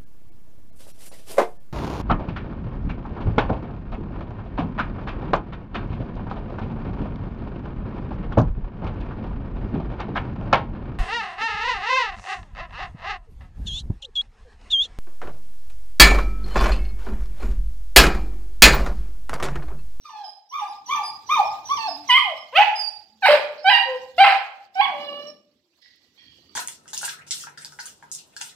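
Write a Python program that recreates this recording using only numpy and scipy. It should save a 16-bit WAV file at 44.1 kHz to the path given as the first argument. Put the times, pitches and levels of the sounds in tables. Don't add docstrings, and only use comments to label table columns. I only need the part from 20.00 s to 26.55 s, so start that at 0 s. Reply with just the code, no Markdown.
import sys
import numpy as np
from scipy import signal
from scipy.fft import rfft, irfft, next_fast_len
from scipy.io import wavfile
from scipy.ndimage import uniform_filter1d, minimum_filter1d

SR = 44100
rng = np.random.default_rng(int(sys.argv[2]) if len(sys.argv) > 2 else 0)


def attenuation_scalar(level_db):
    decades = np.asarray(level_db, float) / 20
    return 10 ** decades


def transcribe(u):
    v = np.clip(np.atleast_2d(u).T, -1, 1)
    q = np.round(v * 32767).astype(np.int16)
    wavfile.write(sys.argv[1], SR, q)


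N = 288855


def evened(x):
    return x / np.sqrt(np.mean(x ** 2) + 1e-20)


def read(points, hz):
    f, value = np.transpose(points)
    return np.interp(np.log(hz + 1), np.log(f + 1), value)


def along(rows, column=1):
    rows = np.array(rows)
    return np.interp(np.arange(N) / SR, rows[:, 0], rows[:, column])


def add(mix, s, sound):
    part = mix[..., round(s * SR):][..., :sound.shape[-1]]
    part += sound[..., :part.shape[-1]]


def colour(x, gain_db):
    size = next_fast_len(x.shape[-1])
    gain = attenuation_scalar(gain_db(np.fft.rfftfreq(size, 1 / SR)))
    return irfft(rfft(x, size) * gain, size)[..., :x.shape[-1]]


def noise(count):
    return rng.standard_normal(-(-count // 8192) * 8192)[:count]


def wobble(count, span):
    once = uniform_filter1d(noise(count), int(span))
    return evened(uniform_filter1d(once, int(span)))


def patchy(x, depth_db, bins, frames):
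    z = signal.stft(x, nperseg=256)[2]
    field = noise(z.shape[-2] * z.shape[-1]).reshape(z.shape[-1], -1).T
    field = uniform_filter1d(uniform_filter1d(field, int(bins), 0), int(frames), 1)
    return signal.istft(z * attenuation_scalar(depth_db * evened(field)), nperseg=256)[1][..., :x.shape[-1]]


def diffuse(pair):
    # (f/Hz, left-right likeness [0-1])
    likeness = [(50, 0.67), (300, 0.98), (800, 0.7), (1500, 0.16), (4000, 0.067), (15000, 0.14)]
    z = rfft(pair)
    same = np.clip(read(likeness, np.fft.rfftfreq(pair.shape[1], 1 / SR)), 0, 1)
    return irfft([z[0], same * z[0] + np.sqrt(1 - same ** 2) * z[1]], pair.shape[1])


def aim(sound, side_db, lead):
    at = np.arange(len(sound))
    late = np.interp(at - lead, at, sound)
    return np.array([sound * attenuation_scalar(side_db / 2), late * attenuation_scalar(-side_db / 2)])


def background(dog):
    # (t/s, level/dB)
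    gate_curve = [(0, -8), (.45, -17.5), (.9, -1.5), (1.55, -0.5), (2.05, -1), (2.2, -6.5), (2.24, -6.5),
                  (2.6, -8), (3.0, -9.5), (3.4, -4.5), (3.6, -12), (4.15, -3), (4.55, -12.5), (5.2, -12.5),
                  (5.75, -12.5), (6.55, -1.5)]
    # (t/s, half-width/s, level/dB)
    rumble_swells = [
        (5.137, 0.37, 30),
        (3.37, .08, 11),
        (3.56, 0.051, 11),
        (3.8, .06, 7.5),
        (6.38, 0.066, 7.5),
        (0.34, 0.066, 9.5),
    ]
    # (f/Hz, level/dB per Hz)
    hiss_curve = [(240, -34), (400, -12), (466, 0), (1340, -6.5), (4510, -1), (5850, -3.5), (6410, -6.5),
                  (7940, -11), (8710, -26.5), (12200, -14.5), (15600, -17)]
    # (f/Hz, level/dB per Hz)
    rumble_curve = [(15, -50.5), (25, -18), (43, -22), (81, -0.5), (144, -7.5), (231, -2.5), (371, -6.5),
                    (450, -6.5), (580, -39), (990, -120)]
    hiss, deep, upper = (diffuse(rng.standard_normal((2, N))) for _ in range(3))
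    loud_db = 10 * np.log10(abs(uniform_filter1d((dog ** 2).mean(0), 1500)) + 1e-9)
    gate_db = along(gate_curve)
    bark_db = 0.6 * uniform_filter1d(np.maximum(loud_db + 29.5, 0), size=4000)
    t = np.arange(N) / SR
    swell_db = sum(db * np.exp(-((t - s) / width) ** 2) for s, width, db in rumble_swells)

    hiss = hiss * attenuation_scalar(0.45 * np.maximum(loud_db + 57.5, 0))
    hiss = patchy(hiss, depth_db=4.0, bins=3.1, frames=7.7)
    hiss = colour(hiss, lambda f: read(hiss_curve, f) + 6.0)
    hiss = hiss * attenuation_scalar(-63 + 0.87 * gate_db + 2.3 * wobble(N, 1500))

    lumps_db = 1.6 * wobble(N, 2500)
    swell_db = swell_db + lumps_db
    deep = evened(colour(deep, lambda f: read(rumble_curve, f) - 40 * (f > 180)))
    deep_db = -65 + 1.7 * gate_db + 0.6 * bark_db + 0.37 * swell_db
    deep = deep * attenuation_scalar(lumps_db + deep_db + 0.97 * wobble(N, 1500))
    upper = evened(colour(upper, lambda f: -18 * np.log2((f + 1) / 270) ** 2))
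    upper = upper * attenuation_scalar(-63 + 1.47 * gate_db + bark_db + swell_db + 2.4 * wobble(N, 1500))
    return hiss + deep + upper


def whistle(length, start_hz, end_hz, db):
    u = np.linspace(0, 1, int(length * SR))
    high = end_hz > 5550
    waver = (0.005 + 0.013 * high) * wobble(len(u), 60)
    hz = (end_hz + (start_hz - end_hz) * np.exp(-2.5 * u)) * (1 + waver)
    phase = 2 * np.pi * np.cumsum(hz) / SR
    swell = np.minimum(u / 0.089, 1) * np.minimum((1 - u) / 0.32, 1)
    level = attenuation_scalar(db + (2.5 + 1.3 * high) * wobble(len(u), 280))
    return swell * level * (np.sin(phase) + attenuation_scalar(-21.0) * np.sin(2 * phase))


def yelp(high, low, scoop):
    start, crack, landing, high_hz, high_db = high
    held, end, low_hz, last_hz, low_db = low
    scoop_s, scoop_db, near_top = scoop
    sag_hz_per_s, fade_db_per_s = 500, 330
    mid_hz = low_hz + 0.23 * (high_hz - low_hz)
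    return [(start, 0.77 * high_hz, high_db + scoop_db),
            (start + scoop_s, near_top * high_hz, high_db),
            (crack, high_hz, high_db - 4),
            ((crack + landing) / 2, mid_hz, min(high_db, low_db) - 5),
            (landing, low_hz, low_db),
            (max(held, landing + 0.001), low_hz - sag_hz_per_s * (held - landing), low_db),
            (end, last_hz, low_db - fade_db_per_s * (end - held))]


def strands(hz):
    orders = np.arange(3, 27) / 3
    drift = np.array([1 + 0.03 * wobble(len(hz), 330) for _ in orders])
    hold = np.array([attenuation_scalar(8 * wobble(len(hz), 180)) for _ in orders])
    turns = np.cumsum(orders[:, None] * hz * drift, 1) / SR
    return evened((hold * np.cos(2 * np.pi * turns)).sum(0))


def breath_puffs(hz, turns, sheen, tilt):
    # (f/Hz, level/dB per Hz)
    breath_curve = [(150, -54), (400, -46), (560, -2.5), (800, -2), (1200, -1), (1900, 1.5), (2800, -3.5),
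                    (3700, -17), (4800, -20), (6200, -38), (7800, -32.5), (11000, -37.5), (15600, -43.5)]
    gusts = (1 + 0.4 * np.cos(2 * np.pi * turns)) * attenuation_scalar(2.5 * wobble(len(hz), 100))
    chaos = patchy(noise(len(hz)) * gusts, depth_db=4.5, bins=2, frames=5)
    chaos = evened(chaos) + strands(hz)
    floor_hz = 0.5 * np.median(hz)

    def shape_db(f):
        bass_cut = 30 * np.log2(np.maximum(floor_hz / (f + 1), 1))
        return read(breath_curve, f) + read(sheen, f) + tilt * np.log2((f + 1) / 2000) - bass_cut
    return evened(colour(chaos, shape_db))


def call(rows, opening, broken, mouth_hz, slope, pulse, treble, flicker):
    # (f/Hz, level/dB)
    throat_curve = [(300, -34), (520, -1), (780, 10.5), (1300, -2), (2000, 0), (2900, 8.5), (3700, -6.5),
                    (4800, -8.5), (5800, -29.5), (6600, -37), (9000, -35), (12500, -35), (15000, -41)]
    # (start t/s, end t/s, half-pitch lift/dB)
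    uneven_beats = [
        (2.112, 2.146, 16),
        (4.214, 4.236, 14),
    ]
    # (t/s, half-width/s, level/dB)
    throat_swells = [(1.722, 0.011, 10), (1.394, .012, 6.5), (1.893, 0.0067, 7), (4.803, .009, 9.5),
                     (3.688, 0.0038, 3), (0.13, 0.0066, 2.5), (.245, .008, 2.5), (.934, .008, 5.5),
                     (.56, .007, 4.5), (0.73, .01, 4.5), (0.16, 0.013, 3.5), (4.225, .015, 2.5)]
    treble_points = (5000, 6100, 8000, 12500)
    break_s = 0.009
    s, *columns = np.transpose(rows)
    t = np.arange(s[0], s[-1], 1 / SR)
    hz, effort_db = (np.interp(t, s, c) for c in columns)
    changed = np.clip((t - broken[0]) / break_s + 0.5, 0, 1)
    breath_db, half_db, bright = (a + (b - a) * changed for a, b in zip(opening, broken[1:]))
    k = np.arange(1, 53)[:, None] / 2
    lift_db = 0
    for start, end, db in uneven_beats:
        lift_db = lift_db + db * np.clip(np.minimum(t - start, end - t) / break_s + 0.5, 0, 1)
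    half_db = half_db + (k > 1) * lift_db
    bright = bright + 0.41 * (effort_db - effort_db.max())
    rough = attenuation_scalar(breath_db)
    harsh = np.minimum(rough, 1)
    hz = hz * (1 + (0.0022 + 0.032 * harsh) * wobble(len(t), 150))
    turns = np.cumsum(hz) / SR

    partial_hz = k * hz
    level_db = read(throat_curve, partial_hz)
    octaves = np.log2(np.clip(k, 1, np.maximum(mouth_hz / hz, 1)))
    level_db = level_db + bright / (1 + (partial_hz > 6300)) * octaves
    level_db = level_db + slope * np.log2(np.clip(partial_hz / mouth_hz, 1, 2)) * (partial_hz < 6300)
    level_db = level_db - 20 * harsh * (k > 1)
    level_db = level_db + half_db * (k % 1 > 0) * (1.5 + (k < 1))
    for db, orders in zip(pulse, (2, 3, (4, 6, 8), (5, 7, 9))):
        level_db = level_db + db * np.isin(k, orders)
    sheen = list(zip(treble_points, (0, *treble)))
    size = attenuation_scalar(level_db + read(sheen, partial_hz)) * (partial_hz < 15500)
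    size = size / np.sqrt((size ** 2).sum(0) / 2)

    shimmer_db = np.minimum(2.5 + 0.9 * (k - 1), 6) * [wobble(len(t), 200) for _ in k]
    size = size * attenuation_scalar(shimmer_db * (flicker[0] + (flicker[1] - flicker[0]) * changed))
    surge_db = sum(db * np.exp(-((t - at) / width) ** 2) for at, width, db in throat_swells)
    size = size * attenuation_scalar((k == 1) * surge_db)
    folds = (size * np.cos(2 * np.pi * k * turns + 0.3 * k ** 2)).sum(0)
    folds = folds * attenuation_scalar(1.9 * harsh * wobble(len(t), 90))
    puffs = breath_puffs(hz, turns, sheen, pulse[-1])
    voice = (folds + rough * puffs) / np.sqrt(1 + rough ** 2)
    return attenuation_scalar(effort_db) * voice * signal.windows.tukey(len(t), min(0.014 * SR / len(t), 1))


def yard(x):
    # (f/Hz, time to fall 60 dB/s)
    ring_times = [(300, 0.9), (790, 0.55), (2090, 0.52), (5510, 0.48), (12000, 0.32)]
    # (t/s, level/dB)
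    first_echoes = [
        (.004, 3),
        (.011, -7),
        (.022, 1.5),
        (0.033, -18),
        (0.048, -8),
        (.075, -8.5),
        (.093, -5.5),
    ]
    taps = np.zeros((2, SR))
    at = np.arange(500, SR - 20, 20) + rng.integers(0, 20, (2, (SR - 501) // 20))
    np.put_along_axis(taps, at, rng.choice([-1., 1.], at.shape), 1)
    hz, t, z = signal.stft(taps, SR, nperseg=256)
    decay = np.minimum(t / 0.0098, 1) * attenuation_scalar(-60 * t / read(ring_times, hz)[:, None])
    tail = signal.istft(z * decay, SR, nperseg=256)[1]
    tail = attenuation_scalar(-3) * tail / np.linalg.norm(tail[0])
    for s, db in first_echoes:
        tail[[0, 1], round(s * SR) + rng.integers(-12, 12, 2)] += attenuation_scalar(db - 11.0)
    return signal.fftconvolve(x[None], diffuse(tail), axes=1)[:, :N]


def moan(length, hz, db, waver=0.056):
    count = int(length * SR)
    turns = np.cumsum(hz * (1 + waver * wobble(count, 600))) / SR
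    return attenuation_scalar(db) * np.hanning(count) * np.sin(2 * np.pi * turns)


def sniff():
    length_s, nose_hz = 0.071, 4650
    t = np.arange(0, length_s, 1 / SR)
    hiss = colour(noise(len(t)), lambda f: -150 * np.log2((f + 1) / nose_hz) ** 2)
    return attenuation_scalar(-50) * evened(hiss) * np.minimum(t / 0.0037, 1) * np.sqrt(1 - t / length_s)


def tick(db):
    t = np.arange(0, 0.03, 1 / SR)
    scratch = evened(colour(noise(len(t)), lambda f: -14 * np.log2((f + 1) / 11000) ** 2))
    return attenuation_scalar(db - 5.0 - 60 * t / 0.035) * scratch


def clank(db, rattle_t60, modes):
    t = np.arange(int(0.7 * SR)) / SR
    ring = np.zeros(len(t))
    for hz, level, t60 in modes:
        fuzz = attenuation_scalar(6 * wobble(len(t), 70))
        blur = 1.1 * wobble(len(t), 508)
        ring += fuzz * attenuation_scalar(level - 60 * t / t60) * np.sin(2 * np.pi * hz * t + blur)
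    rattle = evened(colour(rng.standard_normal(len(t)), lambda f: -22 * np.log2((f + 1) / 3800) ** 2))
    return (ring + attenuation_scalar(db - 60 * t / rattle_t60) * rattle) * np.minimum(t / 0.013, 1)


def scene():
    # (t/s, f/Hz, effort level/dB)
    first_yelp = [(.042, 1222, -65), (.056, 1220, -38), (.085, 1190, -43.5), (.1, 900, -40),
                  (.15, 861, -38), (.18, 847, -35), (.228, 803.6, -41), (.245, 798, -33.5),
                  (.275, 563, -62.5)]
    # (start t/s, crack t/s, landing t/s, f/Hz, effort level/dB)
    high_notes = [
        (0.509, 0.572, 0.63, 1216, -28.5),
        (0.88, 0.942, 0.96, 1194, -19),
    ]
    # (held until t/s, end t/s, landing f/Hz, last f/Hz, effort level/dB)
    low_notes = [
        (0.625, 0.716, 814, 729, -29.5),
        (0.986, 1.064, 890, 699, -24.5),
    ]
    # (length/s, first level/dB re high note, share of the high note reached)
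    scoops = [
        (0.033, -19, 0.96),
        (.034, -16.5, 0.96),
    ]
    # (t/s, f/Hz, effort level/dB)
    late_yelps = [
        [(1.287, 940, -26.5), (1.308, 1174, -16.5), (1.325, 1226, -12.5), (1.346, 1223, -14),
         (1.36, 1102, -18.5), (1.372, 931, -19.5), (1.394, 853, -17), (1.415, 739, -21), (1.445, 535, -42.5)],
        [(1.686, 957, -36), (1.702, 1068, -25.5), (1.722, 1143, -23), (1.745, 1189, -27), (1.764, 1152, -30),
         (1.785, 910.5, -25.5), (1.868, 866, -23.5), (1.893, 699, -27.5), (1.906, 640, -41.5)],
    ]
    # (t/s, f/Hz, effort level/dB)
    barks = [
        [(2.522, 433, -38), (2.55, 590, -28.5), (2.563, 648.6, -10.5), (2.58, 750.5, -9.5), (2.6, 839.7, -9),
         (2.63, 858.3, -10.5), (2.645, 895, -34.5)],
        [(3.22, 907, -27.5), (3.234, 760, -18), (3.254, 745, -10), (3.261, 918.4, -8.5), (3.28, 896.4, -9.5),
         (3.288, 595, -10.5), (3.32, 597.5, -13.5), (3.355, 588.7, -17.5), (3.372, 604.4, -37)],
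        [(3.64, 755, -29), (3.66, 752.5, -15.5), (3.673, 774, -13.5), (3.687, 787.6, -6), (3.698, 836, -9.5),
         (3.703, 999.3, -16), (3.75, 932, -13.5), (3.8, 982, -25.5), (3.83, 965, -44.5)],
        [(4.178, 660, -14.5), (4.19, 706, -11), (4.207, 794.4, -7), (4.232, 778.3, -5.5), (4.243, 809, -3),
         (4.3, 808, -17), (4.318, 771, -15.5), (4.355, 750, -25.5)],
    ]
    # (t/s, f/Hz, effort level/dB)
    cries = [
        [(2.085, 1114, -25.5), (2.105, 980.4, -8), (2.134, 986.5, -7.5), (2.15, 1047, -7), (2.168, 1067, -7.5),
         (2.183, 1236, -18), (2.225, 948, -34), (2.3, 676, -26.5), (2.345, 548, -36.5)],
        [(4.751, 744, -31), (4.784, 762, -21.5), (4.791, 794, -22.5), (4.801, 790, -17), (4.809, 815, -16.5),
         (4.815, 1110, -18), (4.848, 1136, -20.5), (4.868, 821, -24), (4.915, 681, -32.5)],
        [(3.425, 586, -42), (3.44, 583, -27.5), (3.47, 590, -26), (3.5, 602, -56), (3.565, 607, -54.5),
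         (3.585, 607, -37.5), (3.63, 571, -44)],
        [(3.85, 540, -46.5), (3.89, 522, -24.5), (3.96, 506.7, -25), (4.01, 548, -61), (4.07, 520, -39.5)],
        [(4.905, 643, -44), (4.95, 576, -33), (5.02, 583, -31), (5.1, 572.5, -33.5), (5.22, 580.4, -34.5),
         (5.27, 589, -37.5), (5.31, 600, -39)],
        [(2.61, 980, -24.5), (2.62, 1000, -16), (2.632, 1005, -14.5), (2.642, 1010, -30.5)],
    ]
    # (breath noise/dB re voice, half-pitch level/dB, brightness/dB per octave)
    openings = [(-24.5, -35, -14.5), (-32, -50, -14), (-33.5, -46.5, -13.5), (-29, -49, -12.5),
                (-34.5, -45, -14.5), (-19, -30, 6), (-15, -34, 7.5), (-32, -39, 1), (-20, -32, 0.5),
                (-22.5, -22.5, 5.5), (-26, -49, -2.5), (-22.5, -35.5, -19), (-21, -43.5, -12.5),
                (-33.5, -46, -9.5), (-26, -45, -3.5)]
    # (t/s, breath noise/dB re voice, half-pitch level/dB, brightness/dB per octave)
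    breaks = [(0.092, -35.5, -43, -10), (0.47, -39, -39, -5.5), (.955, -26, -45, -13),
              (1.365, -33.5, -34.5, -19.5), (1.768, -32.5, -45, -8), (2.585, -10.5, -26.5, -2),
              (3.258, -2, -23.5, -6.5), (3.701, -15, -16.5, 6), (4.238, 1, -14.5, -8.5),
              (2.176, -18, -29, -17), (4.812, -27.5, -47, -4), (3.52, -19.5, -47.5, -20.5),
              (3.5, -23, -32.5, -18), (5.0, -25.5, -40, -4.5), (3, -25, -43.5, -3)]
    # (harmonic 2/dB, 3/dB, 4-6-8/dB, 5-7-9/dB, breath tilt/dB per octave)
    pulses = [(1, -4, -1, 3.5, 7.5), (-5.5, 1, -9, -22, 10), (-0.5, 0, -9.5, -1, 12), (0, 4, -13, 2, -4),
              (-0.5, -0.5, -8, 4, 6), (3, -0.5, -3, -2, 2.5), (10.5, -1.5, -15, -4, 4),
              (9, 1, -2, -0.5, -4), (2, 0.5, -2.5, -1, -0.5), (3, -4, -14, -1, 7),
              (4.5, 2, -5.5, -2.5, -0.5), (0.5, 1, -15.5, -0.5, 1), (1.5, -8.5, -1, 9, 1.5),
              (0, -4.5, -5.5, 1.5, -9), (14.5, 10, -5, -4.5, -0.9)]
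    # (near 6 kHz/dB, near 8 kHz/dB, near 12.5 kHz/dB)
    trebles = [(12, 2, 0.11), (18.5, 2, .1), (2.5, -5, 0.11), (-0.5, -12.5, .1), (8.5, 1.5, .1),
               (11, -11.5, 0.09), (-3, 0.8, .1), (-5, 4, .1), (-6.5, 4, .1), (-2.5, 2, .1), (-5, 1, .1),
               (-1.5, 1, .1), (-4.5, -3, .1), (-9, -7, 2), (1, -1.5, .1)]
    flickers = [(.8, .8), (.6, .9), (.6, .9), (.5, .9), (.5, .6), (.3, .7), (.2, .9), (.1, .6), (.15, 1),
                (.5, .8), (.1, .7), (.2, .2), (.2, .2), (.6, .7), (.3, .3)]
    # (left-right level/dB, left lead/samples, mouth f/Hz, slope above it/dB per octave, yard send/dB)
    facings = [(0, 1.7, 2480, 9.5, 1), (0, 9.4, 1540, -14, 4), (1.5, 3.2, 1900, -3, 2),
               (0.5, 3.2, 2600, -6, -0.5), (-0.5, 7.7, 2450, 11.5, -4.5), (2.5, 0.39, 2700, -17.5, -1),
               (0, 3.1, 2800, 0.5, -2.5), (-2, 1.9, 9000, -8, 0), (1, 2.2, 1800, -1, -3.5),
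               (2.5, 2.1, 3100, -16.5, -4), (-5.5, 8, 8230, -12.5, -2), (-3.5, 2.3, 2300, -1, -13),
               (0.5, 5.4, 5100, -3, -6.5), (0, 6.2, 3060, 10, -7), (-0.5, 3, 2000, -12, -8.5)]
    # (t/s, length/s, settled f/Hz, level/dB, left-right level/dB)
    rising = [
        (.003, 0.15, 5870, -54, 3),
        (0.489, 0.15, 5860, -44, 0.5),
        (0.673, 0.07, 5090, -44.5, 13),
        (0.858, 0.14, 6030, -37, 0),
        (1.263, 0.16, 5990, -43, -12),
        (2.077, 0.045, 5910, -39, -9),
        (2.755, 0.08, 5650, -52.5, -11),
        (3.63, 0.022, 5300, -46.5, -11),
        (4.745, 0.014, 5440, -43.5, -3),
    ]
    falling = [
        (0.238, 0.099, 4993, -41.5, -3.5),
        (1.031, 0.098, 4835, -31.5, 11),
        (1.445, 0.096, 5250, -42, -2.5),
        (1.641, 0.18, 5780, -35.5, -1.5),
        (1.876, 0.12, 5010, -34.5, -9),
        (2.363, 0.089, 5160, -47, 3),
        (2.753, 0.084, 4870, -26.5, 2),
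        (2.807, 0.096, 4688, -26.5, -5.5),
        (3.967, 0.032, 5210, -53, 3),
    ]
    swoop = [
        (5.266, .056, 5380, -42.5, -12),
    ]
    flick = [
        (2.902, .028, 5620, -46, -9),
    ]
    lead_in = [
        (5.19, .085, 5700, -61, -12),
    ]
    # (t/s, level/dB)
    echo_gate = [(0, 0), (5.34, 0), (5.44, -3.5), (6.55, -22)]
    # (t/s, length/s, f/Hz, level/dB)
    moans = [
        (1.8, 0.36, 280, -47.5),
        (3.063, 0.2, 223.4, -61.5),
        (5.515, 0.34, 337.3, -72),
    ]
    # (t/s, length/s, f/Hz, level/dB)
    chest_notes = [
        (3.28, .042, 591, -10),
        (3.315, .055, 585, -11),
    ]
    # (t/s, level/dB)
    claw_ticks = [
        (5.7691, -64),
        (5.8175, -61),
        (5.9582, -57),
    ]
    # (t/s, rattle level/dB, rattle fall by 60 dB/s, [(f/Hz, level/dB, fall by 60 dB/s)])
    clanks = [
        (5.811, -63, 1, [(1948, -64.5, 0.76), (2017, -66.5, 0.48), (4530, -67, 0.44), (5200, -65, 0.47)]),
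        (6.172, -69, 0.87, [(1878, -64.5, 0.9), (2358, -62.5, 0.54), (2874, -69, 1.2), (3270, -59.5, 0.83), (4425, -66, 1), (4820, -78, 1.2), (5530, -75, 0.99)]),
        (6.3, -71, 0.92, [(2960, -71, 1.3), (4170, -79, 0.99), (4670, -70.5, 0.95)]),
        (6.485, -81, 0.95, [(1200, -70, .6), (2310, -73, .6), (4600, -68.5, .6)]),
    ]

    near, sent = np.zeros((2, N)), np.zeros(N)
    calls = [first_yelp] + [yelp(*notes) for notes in zip(high_notes, low_notes, scoops)]
    calls = calls + late_yelps + barks + cries
    settings = zip(calls, openings, breaks, pulses, trebles, flickers, facings)
    for rows, opening, broken, pulse, treble, flicker, facing in settings:
        side_db, lead, mouth_hz, slope, wet_db = facing
        voice = call(rows, opening, broken, mouth_hz, slope, pulse, treble, flicker)
        add(near, rows[0][0], aim(voice, side_db, lead))
        add(sent, rows[0][0], attenuation_scalar(wet_db) * voice)
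    for share, kind in [(0.975, rising), (1.035, falling), (1.05, swoop), (0.87, flick), (0.93, lead_in)]:
        for s, length, hz, db, side_db in kind:
            voice = whistle(length, share * hz, hz, db)
            add(near, s, aim(voice, side_db, 2.3))
            add(sent, s, attenuation_scalar(-5.0) * voice)
    add(near, 3.575, aim(sniff(), 0, 2))
    dog = near + attenuation_scalar(along(echo_gate)) * yard(sent)
    dog = attenuation_scalar(-3.0) * colour(dog, lambda f: -26 * np.log2(np.maximum(500 / (f + 20), 1)))
    for s, *hum in moans:
        add(dog, s, moan(*hum))
    for s, *note in chest_notes:
        add(dog, s, moan(*note, waver=0.005))
    for s, db in claw_ticks:
        add(dog, s, aim(tick(db), 0, 2))
    far = np.zeros(N)
    for s, *knock in clanks:
        add(far, s, clank(*knock))
    return dog + aim(far, -4.5, 6.9) + 1.1 * yard(far) + background(dog)


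def roll_off(x):
    return signal.sosfilt(signal.butter(12, 15740, fs=SR, output="sos"), x)


def record(dry):
    # (f/Hz, left-right level/dB)
    port_curve = [(60, 0), (110, -4), (200, -5.5), (380, 1.5), (700, 0), (1290, 1), (2380, -8), (4400, -24),
                  (8120, 12), (15000, 0.5)]
    ports = colour(dry, lambda f: np.outer([0.5, -0.5], 0.71 * read(port_curve, f)))
    peak = -minimum_filter1d(-abs(ports).max(0), size=301)
    limited = ports / uniform_filter1d(np.maximum(peak / 0.9, 1), size=301)
    return roll_off(limited)


dry = scene()
out = record(dry)
transcribe(out)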